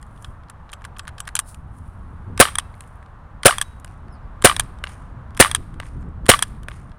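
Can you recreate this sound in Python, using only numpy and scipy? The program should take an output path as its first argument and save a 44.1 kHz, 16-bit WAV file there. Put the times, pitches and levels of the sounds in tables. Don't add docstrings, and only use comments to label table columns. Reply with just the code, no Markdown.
import sys
import numpy as np
from scipy import signal
from scipy.fft import rfft, irfft
from scipy.io import wavfile
from scipy.ndimage import uniform_filter1d

SR = 44100
rng = np.random.default_rng(int(sys.argv[2]) if len(sys.argv) > 2 else 0)


def linear_from_db(decibels):
    return 10 ** (np.asarray(decibels, float) / 20)


def generate_wav(signal):
    frames = np.transpose(np.atleast_2d(signal))
    scaled = np.clip(frames, -1, 1) * 32767
    pcm = np.round(scaled).astype(np.int16)
    wavfile.write(sys.argv[1], SR, pcm)


N = 307818

# time in seconds, level in dB.
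WIND_STRENGTH = [(0.0, -39.5), (0.68, -42), (0.99, -38.5), (1.46, -40.5), (1.65, -36.5), (2.39, -35.5),
                 (2.55, -36.5), (3.05, -42), (3.6, -37.5), (4.26, -39.5), (4.59, -31.5), (4.9, -37.5),
                 (5.5, -35), (5.89, -36), (6.16, -33), (6.45, -33), (6.9, -37), (6.98, -44)]
# centre in seconds, lift in dB, half length in seconds.
SHORT_GUSTS = [(0.295, 6, 0.031), (2.315, 6.5, .05), (4.081, 4, 0.057), (4.265, 5.5, 0.037),
               (5.11, 2.5, 0.038), (5.528, 4, 0.021), (5.6, 6.5, .03), (5.77, 4, .04), (5.963, 6.5, 0.05),
               (6.046, 4, 0.019), (6.083, 7.5, 0.017), (6.245, 6, 0.012)]
# frequency in Hz, density in dB per Hz.
WIND_SPECTRUM = [(8.8, -24), (15, -1), (76, 1), (129, -6), (258, -18.5), (285, -21), (353, -25.5),
                 (390, -29.5), (450, -29.5), (580, -46.5), (990, -120)]
# frequency in Hz, density in dB per Hz.
BUFFET_SPECTRUM = [(90, -25), (160, 2.5), (300, -6), (520, -13.5), (800, -41.5)]
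# time in seconds, level in dB.
TRAFFIC_LEVEL = [(0, -51), (1.3, -49), (1.6, -52), (2.4, -49), (3.7, -51), (4.4, -48.5), (5.2, -48.5),
                 (5.5, -50.5), (6.98, -51.5)]
# frequency in Hz, density in dB per Hz.
TRAFFIC_SPECTRUM = [(180, -31.5), (300, -13), (573, -2.5), (800, -0.5), (1130, 2), (1620, -6),
                    (2290, -18.5), (3770, -27), (4800, -34), (7300, -37.5), (9400, -35.5), (11000, -42.5),
                    (13000, -48), (15800, -47.5), (16500, -72.5)]
# peak in seconds, level in dB, rise and fall over 20 dB, both in seconds.
CLOTH_MOVES = [(.05, -82, .2, 0.22), (.25, -61, 0.23, 0.12), (.87, -72, .3, .06), (1.04, -70, .1, 0.1),
               (1.3, -68, .2, .05), (1.41, -66, .02, .25), (1.49, -43, 0.033, 0.054),
               (1.77, -62, 0.059, 0.06), (1.87, -68, .09, 0.16), (2.1, -76, 0.54, 1),
               (2.82, -67, 0.22, 0.29)]
# frequency in Hz, density in dB per Hz.
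CLOTH_SPECTRUM = [(2000, -22.5), (3500, -10.5), (6500, -7), (8000, -3), (9300, 6.5), (10500, 0),
                  (12000, -10), (15700, -14), (17500, -39)]
# time in seconds, pitch in Hz, level in dB.
BIRD_CALL = [
    (4.085, 5400, -120),
    (4.1, 5420, -76),
    (4.116, 5350, -70),
    (4.135, 5050, -62),
    (4.15, 4600, -67),
    (4.17, 4000, -72),
    (4.2, 3450, -77),
    (4.205, 3400, -120),
]
# start in seconds, peak level in dB, pitch in Hz.
DRY_CRACKLES = [(.35, -66, 8800), (2.7253, -57, 9500), (2.7527, -49, 9800), (2.7625, -57, 9600),
                (2.7795, -55, 10000), (2.7961, -60, 10000), (2.8214, -63, 9500), (2.8284, -54, 9900),
                (2.8824, -57, 10300), (2.904, -62, 9900), (2.9567, -52, 10100), (2.9674, -63, 9810),
                (2.9744, -63, 10000), (3.8465, -37.5, 5300), (3.878, -48.5, 5300), (3.913, -56, 9400),
                (4.892, -50, 9800), (4.907, -55, 7500), (4.927, -48.5, 5600), (4.93, -48, 7000),
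                (4.934, -48, 5900), (5.85, -56, 9600), (5.87, -59, 6000), (5.889, -55, 5500),
                (6.011, -57, 7800), (6.021, -53, 7170), (6.089, -57.5, 8040), (6.733, -52, 9500),
                (6.774, -56, 5410)]

# start in seconds, treble peak in dB,
# knock and clack in dB over the treble, spray in dB.
BURSTS = [
    (2.8068, -33, -13, -9, -71),
    (3.846, -33.5, -6, -8, -62.5),
    (4.839, -31, 4, 9.5, -49.5),
    (5.7999, -40, 12.5, 3, -54.5),
    (6.684, -35, 8.5, -14, -53),
]
# delay in seconds, treble in dB, knock in dB.
BURST_ECHOES = [
    (0, 0, 0),
    (.014, -18, -24),
    (.025, -28, -17),
    (.0312, -22, -11),
    (.056, -36, -23),
]
# time in seconds, level in dB.
SPRAY_CURVE = [(0, 18.5), (.012, -11), (.04, -1.5), (.075, -1), (.1, -6), (.15, -13), (.22, -18),
               (.3, -27.5)]
# frequency in Hz, density in dB per Hz.
SPRAY_SPECTRUM = [(900, -8), (1800, 9), (4000, -6.5), (6500, -5), (8000, -6), (9300, 5), (10500, -12),
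                  (12000, -15), (14000, -23), (16000, -31.5)]
# frequency in Hz, width in Hz, level in dB.
BOARD_MODES = [(580, 170, 10), (373, 170, -10)]
# frequency in Hz, width in Hz, level in dB.
PANEL_MODES = [(2750, 270, -7), (1920, 1000, -6), (5300, 500, -19), (6740, 500, -24)]

# start in seconds, treble peak in dB,
# knock and clack in dB over the treble, T60 in seconds.
HANDLING_CLICKS = [(.0271, -43.5, -3, -12.5, 0.011), (.2449, -44.5, 6.5, 9.5, 0.017),
                   (.498, -39, -0.5, -8, 0.014), (.7299, -41.5, 6.5, 4, 0.03),
                   (.7344, -37.5, -21, 6, 0.0084), (.8493, -37.5, 5.5, -10, 0.022),
                   (.9935, -34.5, 3, 3.5, 0.017), (1.078, -35.5, 6.5, -5, 0.012),
                   (1.0886, -52, 12.5, -7, 0.022), (1.181, -46.5, 6, 5, 0.021),
                   (1.203, -25, -5.5, -5, 0.011), (1.273, -45, 8, -17, 0.01), (1.276, -35, 6, -5, 0.014),
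                   (1.2889, -41, 7, -33, 0.0075), (1.3529, -13, -10.5, -9.5, 0.012),
                   (1.3635, -26, -6, 1.5, 0.031), (1.3906, -13.5, -7.5, -12.5, 0.0088),
                   (1.3968, -21, -15, -9, 0.0093), (1.5446, -42, -16, 0, 0.0091)]
# start in seconds, treble peak in dB, clack in dB over it.
GRIP_TAPS = [(.1094, -83, -14), (0.1615, -71, -8), (.176, -73, 18), (0.435, -69, -15), (0.4847, -65, -5),
             (0.5068, -69, -22), (0.692, -65, 19), (0.698, -61.5, 8), (.81, -70, 10), (0.965, -64, 21),
             (0.819, -57.5, -10), (0.8421, -53, 1), (0.969, -53.5, -17), (1.052, -57, -13),
             (1.072, -53, -4), (2.741, -63, -6.5), (3.0268, -60, -16), (3.0607, -65.5, -18.5),
             (4.082, -65.5, -4), (5.3062, -62.5, -6), (6.0262, -63, 0), (6.917, -66, 10)]
# start in seconds, treble peak in dB.
LOOSE_TICKS = [(.0144, -53), (.0654, -59), (.2234, -43.5), (.7173, -43), (.9844, -41), (1.195, -47),
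               (1.7862, -54), (2.8744, -54), (3.7984, -50), (4.6349, -47), (6.48, -49.5)]
# start in seconds, treble peak in dB.
FINGER_TOUCHES = [(1.253, -53.5), (4.418, -47), (4.786, -57), (5.3478, -52), (5.368, -42), (5.5892, -60.5),
                  (5.741, -54.5), (6.257, -43), (6.6319, -48.5), (6.8944, -64)]
# frequency in Hz, density in dB per Hz.
TICK_SPECTRUM = [(2900, -47), (5000, -20.5), (6000, -7), (7100, 0), (8800, 8.5), (9800, 11), (10500, -3),
                 (12000, -3), (13500, -14.5), (15700, -23.5), (17500, -46)]
# frequency in Hz, width in Hz, level in dB.
KNOCK_MODES = [(1180, 160, 8), (1550, 360, 11)]
# frequency in Hz, width in Hz, level in dB.
CLACK_MODES = [(3090, 340, -1), (2600, 670, -6.5), (4760, 600, -14)]
# frequency in Hz, width in Hz, level in dB.
SHEEN_MODES = [(6240, 100, -12), (6990, 180, -18), (7500, 380, -1), (8700, 430, 0), (9200, 160, -1.5)]
# start in seconds, frequency in Hz, level in dB, T60 in seconds.
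LEFT_RINGING = [(.246, 3300, -45, .03), (.247, 3230, -58, .16), (.247, 4930, -64, .12),
                (.247, 7700, -60, .08), (.247, 4700, -68, .12), (.5, 7600, -56, .04), (.734, 3170, -63, .1),
                (.735, 7700, -58, .1), (.735, 4700, -62, .08), (.735, 6300, -66, .12),
                (.996, 7740, -53, .14), (.996, 3750, -60, .09), (.996, 3300, -57, .1),
                (.996, 4700, -58, .08), (1.08, 2724, -64, .15), (1.08, 3865, -66, .2),
                (1.205, 7740, -53, .14), (1.205, 5800, -57, .1), (1.205, 3200, -61, .1),
                (1.36, 7467, -52, .08), (1.394, 2864, -59, .2), (1.394, 3844, -62, .22),
                (1.394, 4231, -62, .1), (1.394, 5238, -66, .3), (1.394, 7628, -62, .14),
                (2.378, 7800, -51, .06), (2.416, 3750, -15, .034), (2.484, 3250, -30, .04),
                (2.586, 590, -40, .04), (2.59, 2640, -60, .5), (2.59, 3860, -62, .4),
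                (3.618, 3838, -58, .66), (3.618, 6315, -65, .5), (5.376, 5300, -53, .15),
                (6.265, 11000, -43, .04), (6.43, 1190, -46, .5)]

# start in seconds, treble peak in dB.
SEAR_CLICKS = [
    (2.3763, -30),
    (3.433, -27.5),
    (4.4225, -28.5),
    (5.374, -31),
    (6.2637, -30.5),
]
# start in seconds, level in dB.
TRIGGER_RELEASES = [
    (2.5544, -21),
    (3.5829, -21),
    (4.5643, -21.5),
    (5.5135, -20.5),
    (6.3908, -24),
]
# start in seconds, level in dB.
TRIGGER_RESETS = [
    (2.5845, -12.5),
    (3.6132, -13.5),
    (4.596, -12),
    (5.5482, -10.5),
    (6.424, -10.5),
]
# start in seconds, treble peak in dB.
TRIGGER_REBOUNDS = [(2.5945, -31.5), (2.5975, -34.5), (3.622, -28), (4.6042, -26), (5.5575, -29),
                    (5.563, -38), (6.4325, -27.5)]
# frequency in Hz, width in Hz, level in dB.
TRIGGER_MODES = [(1200, 210, -0.5), (1670, 230, -3.5), (2300, 490, -12.5), (3270, 170, -1),
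                 (4900, 420, -14), (6000, 300, -9), (6700, 280, -16), (7980, 300, -3.5), (8800, 330, 1.5),
                 (9440, 120, -5.5), (11500, 530, -17.5), (12600, 430, -17), (15300, 500, -37.5)]
# frequency in Hz, level in dB, T60 in seconds.
SHAKEN_SPRINGS = [(1965, 0, .15), (2593, -3, 0.2), (3160, -3.5, .2), (3838, -7, 0.53), (4140, -7, .25),
                  (4762, -7, .22), (5235, -2.5, .2), (5760, -6, .18), (7354, -9, .3), (7630, -11, .3),
                  (8355, -10, .3), (8800, -7.5, .35)]
# start in seconds, treble peak in dB.
BOLT_SLAMS = [
    (2.425, -20.5),
    (3.48, -18),
    (4.471, -22),
    (5.425, -21),
    (6.315, -17),
]
# start in seconds, knock peak in dB, clack in dB over it, T60 in seconds.
BOLT_BOUNCES = [(2.424, -6.5, 1.5, 0.036), (2.453, -7.5, -4, 0.036), (2.432, -12, -12.5, .02),
                (2.471, -18, -20, 0.048), (2.477, -29, -14, 0.036), (2.485, -20, -14, 0.06),
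                (2.492, -32, -8, .02), (3.482, -9.5, 0.5, 0.03), (3.491, -24.5, -6, 0.024),
                (3.508, -7, -4.5, 0.053), (3.525, -14, -14, 0.066), (3.537, -27, -16, 0.034),
                (4.471, -1.5, -4.5, 0.02), (4.4962, -4, -3, 0.059), (4.513, -9.5, -19, 0.049),
                (4.523, -18, -16, 0.037), (4.486, -16, -7.5, 0.023), (5.4246, 0.5, -4, 0.02),
                (5.447, -4, -14, 0.028), (5.457, -10, -17, 0.11), (5.45, -18, -6, .02),
                (5.478, -24, -2, 0.033), (6.358, -29, -5, .03), (6.315, -3.5, 3, 0.056),
                (6.337, -2, -9, 0.066), (6.343, -6.5, -9, 0.061)]

# start in seconds, jet in dB, breech tone in dB, breech shut after seconds.
GUN_SHOTS = [
    (2.4002, -3, -16, .031),
    (3.4562, -2.5, -14, .041),
    (4.4462, -2.5, -20, .026),
    (5.4002, -2.5, -20, .024),
    (6.2906, -3, -22, .024),
]
# start in seconds from the blast, level in dB, hold in seconds, fall in dB per second.
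GAS_STAGES = [
    (-.0064, -20, .0005, 2199),
    (-.0034, -16.5, .0035, 2999),
    (.0002, 3.5, 0.0084, 1700),
    (.004, -22, .035, 329.5),
    (.005, -44, 0.062, 102),
]
# start in seconds from the blast, level in dB, hold in seconds,
# fall in dB per second.
SHAKE_STAGES = [
    (-.0064, -24, 0.00046, 1792),
    (-.0034, -19.5, .0035, 3008),
    (.0002, 1, 0.0086, 1493),
    (.004, -23.5, 0.025, 272),
    (.005, -47, 0.063, 89.8),
]
# frequency in Hz, density in dB per Hz.
GAS_SPECTRUM = [(2000, -37), (3500, 1.5), (5200, -3), (6500, -6.5), (7800, -2.5), (8800, 6.5), (10300, 0),
                (11300, -13), (12400, -18.5), (13200, -21), (15700, -23.5), (17500, -38.5)]
# frequency in Hz, density in dB per Hz.
LAST_GAS_SPECTRUM = [(9500, -31), (10600, -1), (12300, -2), (13300, -12), (15700, -12.5), (16500, -40)]
# frequency in Hz, density in dB per Hz.
SHAKE_SPECTRUM = [(88, -33.5), (150, -7), (237, -12), (400, -4), (556, 0.5), (876, 0.5), (1150, 1),
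                  (1590, 6.5), (3240, -4.5), (4500, -21.5), (5850, -36), (9900, -120)]
# frequency in Hz, width in Hz, level in dB.
SHELL_MODES = [(1160, 80, 2.5), (1480, 200, -3), (1880, 200, -3.5), (3170, 320, -7.5)]
# frequency in Hz, level in dB, T60 in seconds.
BARREL_RINGS = [(750, -24.5, 0.063), (2344, -25, 0.19), (3350, -29, 0.16), (4950, -35.5, 0.22),
                (5700, -33.5, 0.23), (7700, -30.5, .2), (8750, -26.5, 0.28), (9800, -24, 0.21)]

SEAR_COLOUR, RESET_COLOUR = (.7, -7.5), (0, -4.5)


def evened(x):
    return x / np.sqrt(np.mean(x ** 2) + 1e-20)


def peaked(x):
    return x / np.sqrt(uniform_filter1d(x ** 2, size=66).max())


def add(mix, s, sound):
    part = mix[round(s * SR):][:len(sound)]
    part += sound[:len(part)]


def dulled(x, hz):
    return signal.sosfilt(signal.butter(4, hz, fs=SR, output="sos"), x)


def thinned(x, hz, order):
    return signal.lfilter(*signal.butter(order, hz, "high", fs=SR), x)


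def coloured(points, count):
    f, level = np.transpose(points)
    hz = np.fft.rfftfreq(count, 1 / SR)
    shape = linear_from_db(np.interp(np.log(hz + 1), np.log(f + 1), level, -120, -120))
    return evened(irfft(rfft(rng.standard_normal(count)) * shape, count))


def resonant(x, modes):
    out = 0
    for hz, width, level_db in modes:
        r = np.exp(-np.pi * width / SR)
        poles = [1, -2 * r * np.cos(2 * np.pi * hz / SR), r * r]
        out = out + linear_from_db(level_db) * (1 - r) * signal.lfilter([1, 0, -1], poles, x)
    return out


def drift(hz):
    return evened(signal.lfilter(*signal.butter(2, hz, fs=SR), rng.standard_normal(N)))


def unsteady(count, size):
    return evened(uniform_filter1d(rng.standard_normal(count), size=size))


def along(rows, column=1):
    rows = np.transpose(rows)
    return np.interp(np.arange(N) / SR, rows[0], rows[column])


def wind():
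    t = np.arange(N) / SR
    rumble = coloured(WIND_SPECTRUM, N) * linear_from_db(1.1 * drift(6.3))
    rumble /= np.sqrt(uniform_filter1d(uniform_filter1d(rumble ** 2, size=9000), size=9000))
    strength_db = along(WIND_STRENGTH)
    strength_db = strength_db + sum(db * np.exp(-((t - s) / half) ** 2) for s, db, half in SHORT_GUSTS)
    buffet_db = -53.5 + 2.1 * (strength_db + 34) + 2.5 * drift(12)
    return rumble * linear_from_db(strength_db - 0.5) + coloured(BUFFET_SPECTRUM, N) * linear_from_db(buffet_db)


def traffic():
    return coloured(TRAFFIC_SPECTRUM, N) * linear_from_db(along(TRAFFIC_LEVEL) - 0.07 + 0.2 * drift(9.2))


def cloth():
    t = np.arange(N) / SR
    rubbing = evened(coloured(CLOTH_SPECTRUM, N) * linear_from_db(2.3 * drift(90)))
    moves = 0
    for s, db, rise, fall in CLOTH_MOVES:
        moves = moves + linear_from_db(db - 20 * np.maximum((s - t) / rise, (t - s) / fall))
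    return rubbing * moves


def bird():
    hz = along(BIRD_CALL, column=1)
    turn = 2 * np.pi * np.cumsum(hz) / SR
    octave = linear_from_db(-1) * np.exp(-((2 * hz - 9800) / 1300) ** 2)
    level = linear_from_db(along(BIRD_CALL, column=2) + 0.5 + 2.5 * drift(120))
    call = level * (np.sin(turn) + octave * np.sin(2 * turn))
    echo = dulled(call, 6000)
    return call + linear_from_db(-7) * np.roll(echo, 1100) + linear_from_db(-13) * np.roll(echo, 4500)


def crackle(level_db, hz):
    t = np.arange(400) / SR
    grain = rng.standard_normal(len(t)) * linear_from_db(-60 * t / .004)
    heard = resonant(grain, [(hz, 900, 0), (11800, 1500, -14)])
    return linear_from_db(level_db - 4.5) * peaked(dulled(heard, 12500))


def click(treble_db, knock_db, clack_db, t60, rise=.0009, upper=CLACK_MODES, top_hz=5500, sheen_db=-4.5):
    t = np.arange(2048) / SR
    start = 1 - np.exp(-(t / rise) ** 2)
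    linger = linear_from_db(-25 - 60 * t / .04)
    strike = rng.standard_normal(len(t)) * start * (linear_from_db(-60 * t / (1.1 * t60)) + linger)
    shake = dulled(strike, top_hz)
    parts = peaked(coloured(TICK_SPECTRUM, len(t)) * start * (linear_from_db(-60 * t / t60) + linger))
    sheen = peaked(dulled(resonant(strike, SHEEN_MODES), 11000))
    parts = peaked(parts + linear_from_db(sheen_db) * sheen)
    knock = sum(linear_from_db(db - 8) * peaked(resonant(shake, [(hz, width, 0)])) for hz, width, db in KNOCK_MODES)
    parts += linear_from_db(knock_db - 3) * knock
    parts += linear_from_db(clack_db) * peaked(resonant(shake, upper))
    return linear_from_db(treble_db) * thinned(parts, 900, 4)


def splat(treble_db, knock_db, clack_db, spray_db):
    t = np.arange(13000) / SR
    patter_db = 2.8 * unsteady(len(t), 250)
    spray_curve_db = np.interp(t, *np.transpose(SPRAY_CURVE))
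    out = coloured(SPRAY_SPECTRUM, len(t)) * linear_from_db(spray_db + patter_db + spray_curve_db)
    out += linear_from_db(treble_db + knock_db - 3.5) * peaked(resonant(1. * (t == 0), BOARD_MODES))
    for delay, bright_db, body_db in BURST_ECHOES:
        lift_db = body_db - bright_db
        echo = click(treble_db + bright_db, knock_db + lift_db, clack_db + lift_db, .007,
                     rise=.0001, upper=PANEL_MODES, top_hz=4200, sheen_db=-30)
        add(out, delay, echo)
    return dulled(out, 15000)


def clicks():
    rows = HANDLING_CLICKS + [(s, db, 13, clack_db, .0087) for s, db, clack_db in GRIP_TAPS]
    kinds = [(LOOSE_TICKS, (-11, -14, .012)),
             (FINGER_TOUCHES, (2.3, -.7, .011)),
             (SEAR_CLICKS, (*SEAR_COLOUR, .007)),
             (BOLT_SLAMS, (-9.5, 6.4, .028)),
             (TRIGGER_REBOUNDS, (-5, 0, .018))]
    return rows + [(*row, *tone) for table, tone in kinds for row in table]


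def ring(hz, level_db, t60):
    t = np.arange(12000) / SR
    waver = 1 + 0.44 * unsteady(len(t), 300)
    return linear_from_db(level_db - 60 * t / t60) * np.sin(2 * np.pi * hz * t) * waver


def springs(level_db):
    return sum(ring(hz, level_db + db + 2 * rng.standard_normal(), t60) for hz, db, t60 in SHAKEN_SPRINGS)


def snap(level_db, tilt_db=0):
    t = np.arange(2048) / SR
    start = 1 - np.exp(-(t / .0008) ** 2)
    linger = linear_from_db(-24.5 - 60 * t / .025)
    blow = start * (linear_from_db(-60 * np.maximum(t - .0014, 0) / .0078) + linger)
    strike = rng.standard_normal(len(t)) * blow
    modes = 0
    for hz, width, db in TRIGGER_MODES:
        modes = modes + linear_from_db(db + tilt_db * (hz > 5000)) * peaked(resonant(strike, [(hz, width, 0)]))
    hiss = peaked(coloured(TICK_SPECTRUM, len(t)) * blow)
    contact = dulled(modes, 11000) + linear_from_db(-7 + tilt_db) * hiss
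    return linear_from_db(level_db) * peaked(thinned(contact, 900, 2))


def bounce(knock_db, clack_db, t60):
    t = np.arange(3000) / SR
    scrape = rng.standard_normal(len(t)) * (1 - np.exp(-(t / .0004) ** 2)) * linear_from_db(-60 * t / .006)
    blow = dulled(scrape + 6 * (t == 0), 4200)
    frame = peaked(resonant(blow, [(1178.5, 5.8 / t60, 0)]))
    frame = frame + linear_from_db(-6.5) * peaked(resonant(blow, [(1850, 340, 0)]))
    clack = peaked(resonant(resonant(blow, [(2850, 440, 1)]), [(2930, 350, 0)]))
    return linear_from_db(knock_db - 5.5) * thinned(frame + linear_from_db(clack_db - 3.5) * clack, 850, 3)


def staged(t, stages):
    power = 0
    for start, level_db, hold, fall in stages:
        rise = np.clip((t - start) / .00047, 0, 1)
        power = power + (rise * linear_from_db(level_db - fall * np.maximum(t - start - hold, 0))) ** 2
    return np.sqrt(power)


def breech(t, level_db, shut):
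    s = np.clip(t, 0, shut)
    waver = unsteady(len(t), 200)
    hz = 493 * (1 + 300 * s ** 2) * (1 + 0.041 * waver)
    turn = 2 * np.pi * np.cumsum(hz) / SR
    tone = linear_from_db(-5.5 * s / shut) * np.sin(turn) + linear_from_db(-0.5) * (s / shut) * np.sin(2 * turn)
    opening = np.clip(t / .013, 0, 1)
    cut = np.exp(-np.maximum(t - shut, 0) / .0018)
    return linear_from_db(level_db + 2.7 * waver) * tone * opening * cut


def blast():
    t = np.arange(1500) / SR
    turn = 2 * np.pi * (455 * t + 2.2e8 * t ** 4)
    pipe = np.sin(turn) + .25 * np.sin(3 * turn)
    pipe = pipe * np.clip(.55 + t / .008, 0, 1) * np.exp(-(t / .0062) ** 4)
    crack = linear_from_db(5) * np.sin(2 * np.pi * 2750 * t) * np.exp(-((t - .0016) / .0011) ** 2)
    u = np.maximum(t - .0075, 0) / .0016
    ground = np.sin(np.pi * u) * np.exp(-(u / .75) ** 2)
    swing = linear_from_db(-12) * np.exp(-((t - .012) / .003) ** 2)
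    swing = swing + linear_from_db(-10) * np.exp(-((t - .004) / .003) ** 2)
    return crack + swing - linear_from_db(9) * pipe - linear_from_db(16) * ground


def shot(jet_db, breech_db, shut):
    t = np.arange(22050) / SR - .01
    whistle = evened(resonant(rng.standard_normal(len(t)), [(9280, 340, 0)]))
    gas = coloured(GAS_SPECTRUM, len(t)) + linear_from_db(2.0) * whistle * np.exp(-((t - .008) / .009) ** 2)
    clatter = evened(uniform_filter1d(unsteady(len(t), 100), size=100)) * (t > .012)
    out = gas * linear_from_db(jet_db + 0.89 * clatter) * staged(t, GAS_STAGES)
    out += coloured(LAST_GAS_SPECTRUM, len(t)) * linear_from_db(jet_db - 13) * staged(t, GAS_STAGES[3:])
    out += coloured(SHAKE_SPECTRUM, len(t)) * linear_from_db(3.7 * clatter) * staged(t, SHAKE_STAGES)
    shell = evened(resonant(rng.standard_normal(len(t)), SHELL_MODES))
    out += linear_from_db(-5.5 + 2.4 * clatter) * shell * staged(t, SHAKE_STAGES[3:])
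    add(out, .012, sum(ring(*mode) for mode in BARREL_RINGS))
    out += breech(t, breech_db, shut)
    add(out, .0098, blast())
    out -= linear_from_db(-2) * np.sin(2 * np.pi * 720 * t) * np.exp(-t / .009) * (t > 0)
    return out


def scene():
    mix = wind() + traffic() + cloth() + bird()
    for s, *row in DRY_CRACKLES:
        add(mix, s, crackle(*row))
    for s, *row in BURSTS:
        add(mix, s + .0004, splat(*row))
    for s, *row in clicks():
        add(mix, s - .0004, click(*row))
    for s, *row in LEFT_RINGING:
        add(mix, s, ring(*row))
    for s, db in SEAR_CLICKS:
        add(mix, s - .0094, click(db - 25.5, *SEAR_COLOUR, .12, rise=.0094))
    for s, db in TRIGGER_RELEASES:
        add(mix, s - .0004, snap(db + 5, tilt_db=-3))
    for s, db in TRIGGER_RESETS:
        add(mix, s - .0013, click(db - 17, *RESET_COLOUR, .027, rise=.0013))
        add(mix, s - .0002, snap(db + 2.5))
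        add(mix, s + .0022, springs(db - 51))
    for s, *row in BOLT_BOUNCES:
        add(mix, s + .0006, bounce(*row))
    for s, *row in GUN_SHOTS:
        add(mix, s - .01, shot(*row))
    return mix[None]


def low_pass(x):
    return signal.sosfilt(signal.butter(12, 15900, fs=SR, output="sos"), x)


def record(dry):
    mix = np.clip(dry, -.99, .99)
    return low_pass(mix)


dry = scene()
out = record(dry)
generate_wav(out)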